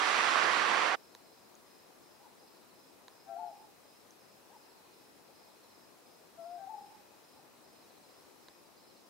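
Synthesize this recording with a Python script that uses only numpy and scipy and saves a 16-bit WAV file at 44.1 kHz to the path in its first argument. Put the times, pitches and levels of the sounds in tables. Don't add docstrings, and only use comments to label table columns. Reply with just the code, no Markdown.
import sys
import numpy as np
from scipy import signal
from scipy.fft import rfft, irfft, next_fast_len
from scipy.io import wavfile
from scipy.ndimage import uniform_filter1d, map_coordinates

SR = 44100
rng = np.random.default_rng(int(sys.argv[2]) if len(sys.argv) > 2 else 0)


def waveform_to_disk(signal):
    frames = np.transpose(np.atleast_2d(signal))
    scaled = np.clip(frames, -1, 1) * 32767
    samples = np.round(scaled).astype(np.int16)
    wavfile.write(sys.argv[1], SR, samples)


N = 400869
LEFT_RIGHT = np.array([[1], [-1]])


def amp(db):
    return 10 ** (np.asarray(db) / 20)


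def unit(x):
    return x / np.sqrt(np.mean(x ** 2) + 1e-20)


def along(points, hz):
    f, v = np.transpose(points)
    return np.interp(np.log(hz + 1), np.log(f + 1), v)


def wobble(rate):
    knots = rng.standard_normal(int(N * rate / SR) + 4)
    return map_coordinates(knots, [np.arange(N) * rate / SR])


def filtered(x, response):
    m = next_fast_len(N + SR // 2)
    hz = np.fft.rfftfreq(m, 1 / SR)
    return irfft(rfft(x, m) * response(hz), m)[..., :N]


def band(x, center_hz, half_width_hz):
    return filtered(x, lambda hz: 1 / (1 + ((hz - center_hz) / half_width_hz) ** 4))


def add(track, s, sound):
    start = round(s * SR)
    part = track[..., start:start + sound.shape[-1]]
    part += sound[..., :part.shape[-1]]


def series(first, last, gap):
    return np.linspace(0, 1, round((last - first) / gap) + 1)


def bump(t):
    return np.sin(np.pi * t / t[-1])


def spread(pair, spectrum, alike, side, lead):
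    def shares(hz):
        turn = np.arccos(np.clip(along(alike, hz), -1, 1)) / 2
        return amp(along(spectrum, hz)) * [np.cos(turn), np.sin(turn)]

    def place(hz):
        lean = amp(along(side, hz) / 2 * LEFT_RIGHT)
        shift = np.exp(.5j * along(lead, hz) * LEFT_RIGHT)
        return shift * lean / np.sqrt(np.mean(lean ** 2, axis=0))

    common, opposite = filtered(pair, shares)
    both = filtered(np.array([common + opposite, common - opposite]), place)
    return both / np.sqrt(np.mean(both.mean(axis=0) ** 2))


def patchy(depth_db):
    z = signal.stft(rng.standard_normal((2, N)), nperseg=512)[2]
    field = uniform_filter1d(rng.standard_normal(z.shape[1:]), size=6, axis=0)
    field = uniform_filter1d(field, size=10, axis=1)
    return signal.istft(z * amp(depth_db * unit(field)), nperseg=512)[1][:, :N]


def wood(voice, paths, tail_db, t60, dull_hz=20000):
    t = np.arange(SR) / SR
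    tail = rng.standard_normal((2, SR)) * amp(-60 * t / t60) * np.clip(t / .02, 0, 1)
    answer = amp(tail_db) * tail / np.linalg.norm(tail[0])
    for delay, left_db, right_db in paths[1:]:
        answer[:, round(abs(delay) * SR)] += amp([left_db, right_db])
    echoes = signal.fftconvolve(voice[None], answer, axes=1)[:, :N]
    direct = voice * amp(paths[0][1:])[:, None]
    return direct + filtered(echoes, lambda hz: 1 / (1 + (hz / dull_hz) ** 6))


def night():
    # frequency in Hz, relative level in dB per Hz
    night_spectrum = [(24, -46), (40, -24.5), (100, -13.5), (220, -4.5), (360, -2), (600, -5), (1000, -7),
                      (1500, -13.5), (2500, -17), (3200, -18.5), (4200, -18), (5000, -17), (6500, -20),
                      (15600, -22)]
    # frequency in Hz, likeness from -1 to 1
    night_alike = [(60, 0.98), (180, -0.14), (550, 0.39), (1650, 0.21), (4970, 0.21), (15000, -0.094)]
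    # frequency in Hz, left-right difference in dB
    night_side = [(60, 3), (150, 0.5), (380, 6.5), (950, 4.5), (2380, 1), (5980, 0), (15000, 0.0)]
    noise = spread(patchy(0.79), night_spectrum, night_alike, night_side, lead=[(60, 0)])
    return amp(-62.0 + 0.37 * wobble(1.707)) * noise


def chorus():
    pulse_hz = 72 + 0.615 * wobble(3)
    pulses = np.maximum(np.sin(2 * np.pi * np.cumsum(pulse_hz) / SR), 0)
    throb = band(pulses * rng.standard_normal((2, N)), 2510, 90)
    haze = band(rng.standard_normal((2, N)), 4050, 250)
    thin = band(rng.standard_normal((2, N)), 5380, 110)
    throb = amp(-81.0 + 1.5 * wobble(2.43)) * unit(throb)
    haze = amp(-78.5 + 1.2 * wobble(5)) * unit(haze)
    thin = amp(-83.0 + 3 * wobble(4.9)) * unit(thin)
    return throb + haze + thin


def stroker():
    # first stroke in seconds, last stroke in seconds, level in dB before the wood
    runs = [(1.054, 1.277, -68), (2.419, 2.705, -68), (3.39, 3.461, -69), (4.576, 4.929, -67.5),
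            (5.402, 5.47, -70), (5.508, 5.713, -67), (7.698, 8.113, -66), (8.78, 8.978, -65)]
    gap_s, hurry_s = .07, .005
    first_db = -5
    out, t = np.zeros(N), np.arange(round(.045 * SR)) / SR
    for first, last, db in runs:
        for u in series(first, last, gap_s):
            s = first + (last - first) * u - 4 * hurry_s * u * (1 - u)
            phase = 2 * np.pi * np.cumsum(4600 - 18000 * t + rng.normal(0, 32)) / SR
            teeth_db = 1.6 * rng.standard_normal(20).repeat(100)[:len(t)]
            level = amp(db + first_db * (1 - u) ** 3 + teeth_db)
            add(out, s - t[-1] / 2, level * bump(t) * np.sin(phase))
    return wood(out, [(0, -9, 0)], tail_db=-10, t60=.5)


def chirper():
    # first chirp in seconds, last chirp in seconds
    bouts = [(.96, 1.254), (1.673, 4.937), (5.357, 6.785), (7.251, 7.65), (8.061, 8.8)]
    gap_s, chirp_db = .36, -68.8
    gate, t = np.zeros(N), np.arange(round(0.039 * SR)) / SR
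    for first, last in bouts:
        for u in series(first, last, gap_s):
            s = first + (last - first) * u
            extra = [0] if u == 1 else []
            for k, pulse_db in enumerate([1.4, 0.5, 1.7, 1.0] + extra + [-3]):
                level = amp(chirp_db + pulse_db + rng.normal(0, .8))
                add(gate, s - .018 + .0405 * k, level * bump(t))
    tone = np.sin(2 * np.pi * np.cumsum(5100 + 115 * wobble(450)) / SR)
    return wood(gate * tone, [(0, -4, 1.2)], tail_db=-4, t60=.3)


def peeps():
    # middle of the note in seconds, starting pitch in Hz, peak level in dB before the echoes
    notes = [(8.665, 4750, -70), (8.78, 4850, -65), (9.07, 4830, -68)]
    out, t = np.zeros(N), np.arange(round(.035 * SR)) / SR
    for s, hz, db in notes:
        phase = 2 * np.pi * np.cumsum(hz - 2500 * t) / SR
        add(out, s - t[-1] / 2, amp(db) * bump(t) * np.sin(phase))
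    return wood(out, [(0, 0, 0)], tail_db=-8, t60=.4)


def plinks():
    # start in seconds, first pitch in Hz, peak level in dB, left-right difference in dB
    bubbles = [(1.5525, 6060, -50, 3), (4.1072, 5500, -49.5, 2)]
    length_s, rise = 0.0023, .2
    out, u = np.zeros((2, N)), np.linspace(0, 1, round(length_s * SR))
    for s, hz, db, pan_db in bubbles:
        phase = 2 * np.pi * np.cumsum(hz * (1 + rise * u)) / SR
        blip = np.sin(np.pi * u) ** .7 * np.sin(phase)
        add(out, s, amp(db + pan_db / 2 * LEFT_RIGHT) * blip)
    return out


def drops():
    # start in seconds, peak level in dB, left-right difference in dB, boost of the low modes in dB
    hits = [(1.15, -35, -4, 2.5), (3.0819, -36.5, -5, 6.5), (8.4846, -39.5, -1.5, 9)]
    # pitch in Hz, relative level in dB, time to fall by 60 dB in seconds
    leaf = [(490, -16, 0.03), (1000, -9, 0.013), (1710, -1, 0.0041), (3960, -3, 0.0046),
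            (6380, -3.5, 0.0032), (10900, -20, 0.0044)]
    out, t = np.zeros((2, N)), np.arange(SR // 20) / SR
    for s, db, pan_db, low_db in hits:
        ring = 0.059 * amp(-60 * t / .03) * rng.standard_normal((2, len(t)))
        for hz, level_db, t60 in leaf:
            decay = amp(level_db + low_db * (hz < 5000) - 60 * t / t60)
            build_up = 1 - np.exp(-.9 * hz * t)
            ring = ring + decay * build_up * np.sin(2 * np.pi * hz * t)
        add(out, s, amp(db + pan_db / 2 * LEFT_RIGHT) * ring / np.abs(ring).max())
    return out


def torrent():
    # time in seconds, body level in dB (before a small lift),
    # spray level against the body in dB (only its changes count)
    rush = [(0.0, -35, -3.5), (0.01, -30.5, -9.5), (0.078, -31, -8.5), (0.224, -29.5, -10),
            (0.884, -30, -13.5), (0.94, -31, -14.5)]
    # frequency in Hz, relative level in dB per Hz
    water = [(24, -74), (40, -50), (203, -21), (334, -11), (656, -8), (743, -3), (821, -6), (1170, 0),
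             (1290, -3), (1830, -4.5), (2290, -8), (5090, -18.5), (9260, -29.5), (12500, -47.5),
             (15600, -52)]
    # frequency in Hz, likeness from -1 to 1
    water_alike = [(60, .75), (150, .8), (300, 0.83), (600, 0.6), (1400, 0.42), (3000, 0.33), (5000, .5),
                   (9000, 0.36), (15000, .35)]
    # frequency in Hz, left-right difference in dB
    water_side = [(60, -1), (150, -5), (380, -12), (950, -13), (2380, -8.5), (5980, -1), (15000, -3.5)]
    # frequency in Hz, lead of the left side in radians
    water_lead = [(60, 0.5), (430, -1.3), (1120, -0.2), (1980, -0.2), (2900, -0.5), (5000, 0.5), (7750, -3),
                  (15000, -3)]
    end_s = 0.95
    s, body_db, spray_db = np.transpose(rush)
    t = np.arange(N) / SR
    hits = rng.random((2, N)) < 2500 / SR
    splashes = hits * amp(2.8 * rng.exponential(size=(2, N)).clip(0, 3))
    churn = patchy(1.0) - 0.77 * unit(splashes)
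    flow = spread(churn, water, water_alike, water_side, water_lead)
    spray = filtered(flow, lambda hz: 1 / (1 + (3000 / (hz + 1)) ** 4))
    flow = flow + spray * (amp(np.interp(t, s, spray_db - spray_db.mean())) - 1)
    cut_db = -2500 * np.clip(t - end_s, 0, None)
    return flow * amp(np.interp(t, s, body_db) + 0.4 + cut_db + 0.29 * wobble(26.6))


def hoots(shape, calls, octave_db, fade_db):
    voice = np.zeros(N)
    s, hz, db = np.transpose(shape)
    t = np.arange(0, s[-1], 1 / SR)
    glide = uniform_filter1d(np.interp(t, s, hz), size=200)
    for start, level_db, pitch in calls:
        phase = 2 * np.pi * np.cumsum(pitch * glide) / SR
        octave = amp(octave_db - fade_db * t) * np.sin(2 * phase)
        level = np.sqrt(2) * amp(level_db + np.interp(t, s, db))
        add(voice, start, level * (np.sin(phase) + octave))
    return voice


def owls():
    # start in seconds, base level in dB before the wood, pitch as a share of the hoot below
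    low_calls = [(3.27, -40, 1.003), (6.366, -41, .997)]
    high_calls = [(3.255, -40.5, 1.001), (6.562, -40, .999)]
    far_calls = [(2.197, -57, .995), (4.497, -55.5, 0.99), (7.327, -60, .9)]
    # time after the start in seconds, pitch in Hz, level against the call's level in dB
    low_hoot = [(0, 664, -28), (.014, 671, -11), (.03, 678, -3), (.077, 662.7, -3.5), (.098, 695, -1),
                (.122, 695, -4.5), (.163, 710, -0.7), (.19, 708, 0), (.217, 698, -4), (.23, 652, -10.5),
                (.243, 662, -8), (.258, 645, -30)]
    high_hoot = [(0, 770, -28), (.017, 776, -14.5), (.045, 787.4, -7.5), (.082, 778.4, -2.5),
                 (.1, 774, -10.5), (.115, 770, 1.2), (.127, 815, -7), (.14, 885, -2), (.165, 880, -6.5),
                 (.184, 845.5, 0), (.205, 823, -14.5), (.227, 813, -4), (.252, 812, -17)]
    far_yelp = [(0, 795, -27), (.01, 800, -9), (.028, 845, -8), (.05, 1005, -6.5), (.072, 848, -0.5),
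                (.085, 800, -28)]
    # delay in seconds, left gain in dB, right gain in dB
    low_paths = [(0, 0, -10), (.016, -28, -24), (.071, -29, -29), (.159, -30, -28)]
    high_paths = [(0, 1, -9.5), (.03, -20, -14), (.047, -8.5, -15), (.081, -23, -15), (.098, -16, -28),
                  (.135, -16, -33), (.207, -23, -13.5), (.245, -28, -20)]
    low = hoots(low_hoot, low_calls, octave_db=-17, fade_db=75)
    high = hoots(high_hoot, high_calls, octave_db=-13, fade_db=160)
    far = hoots(far_yelp, far_calls, octave_db=-18, fade_db=50)
    low = wood(low, low_paths, tail_db=-24, t60=1.2, dull_hz=1250)
    high = wood(high, high_paths, tail_db=-21, t60=1.2, dull_hz=1250)
    far = wood(far, [(0, 2.0, -2.8)], tail_db=-2, t60=3.1)
    return low + high + far


def scene():
    chorus_and_crickets = chorus() + stroker() + chirper()
    water = plinks() + drops() + torrent()
    return night() + chorus_and_crickets + peeps() + water + owls()


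def record(dry):
    top_hz = 15780
    return filtered(dry, lambda hz: hz < top_hz)


dry = scene()
out = record(dry)
waveform_to_disk(out)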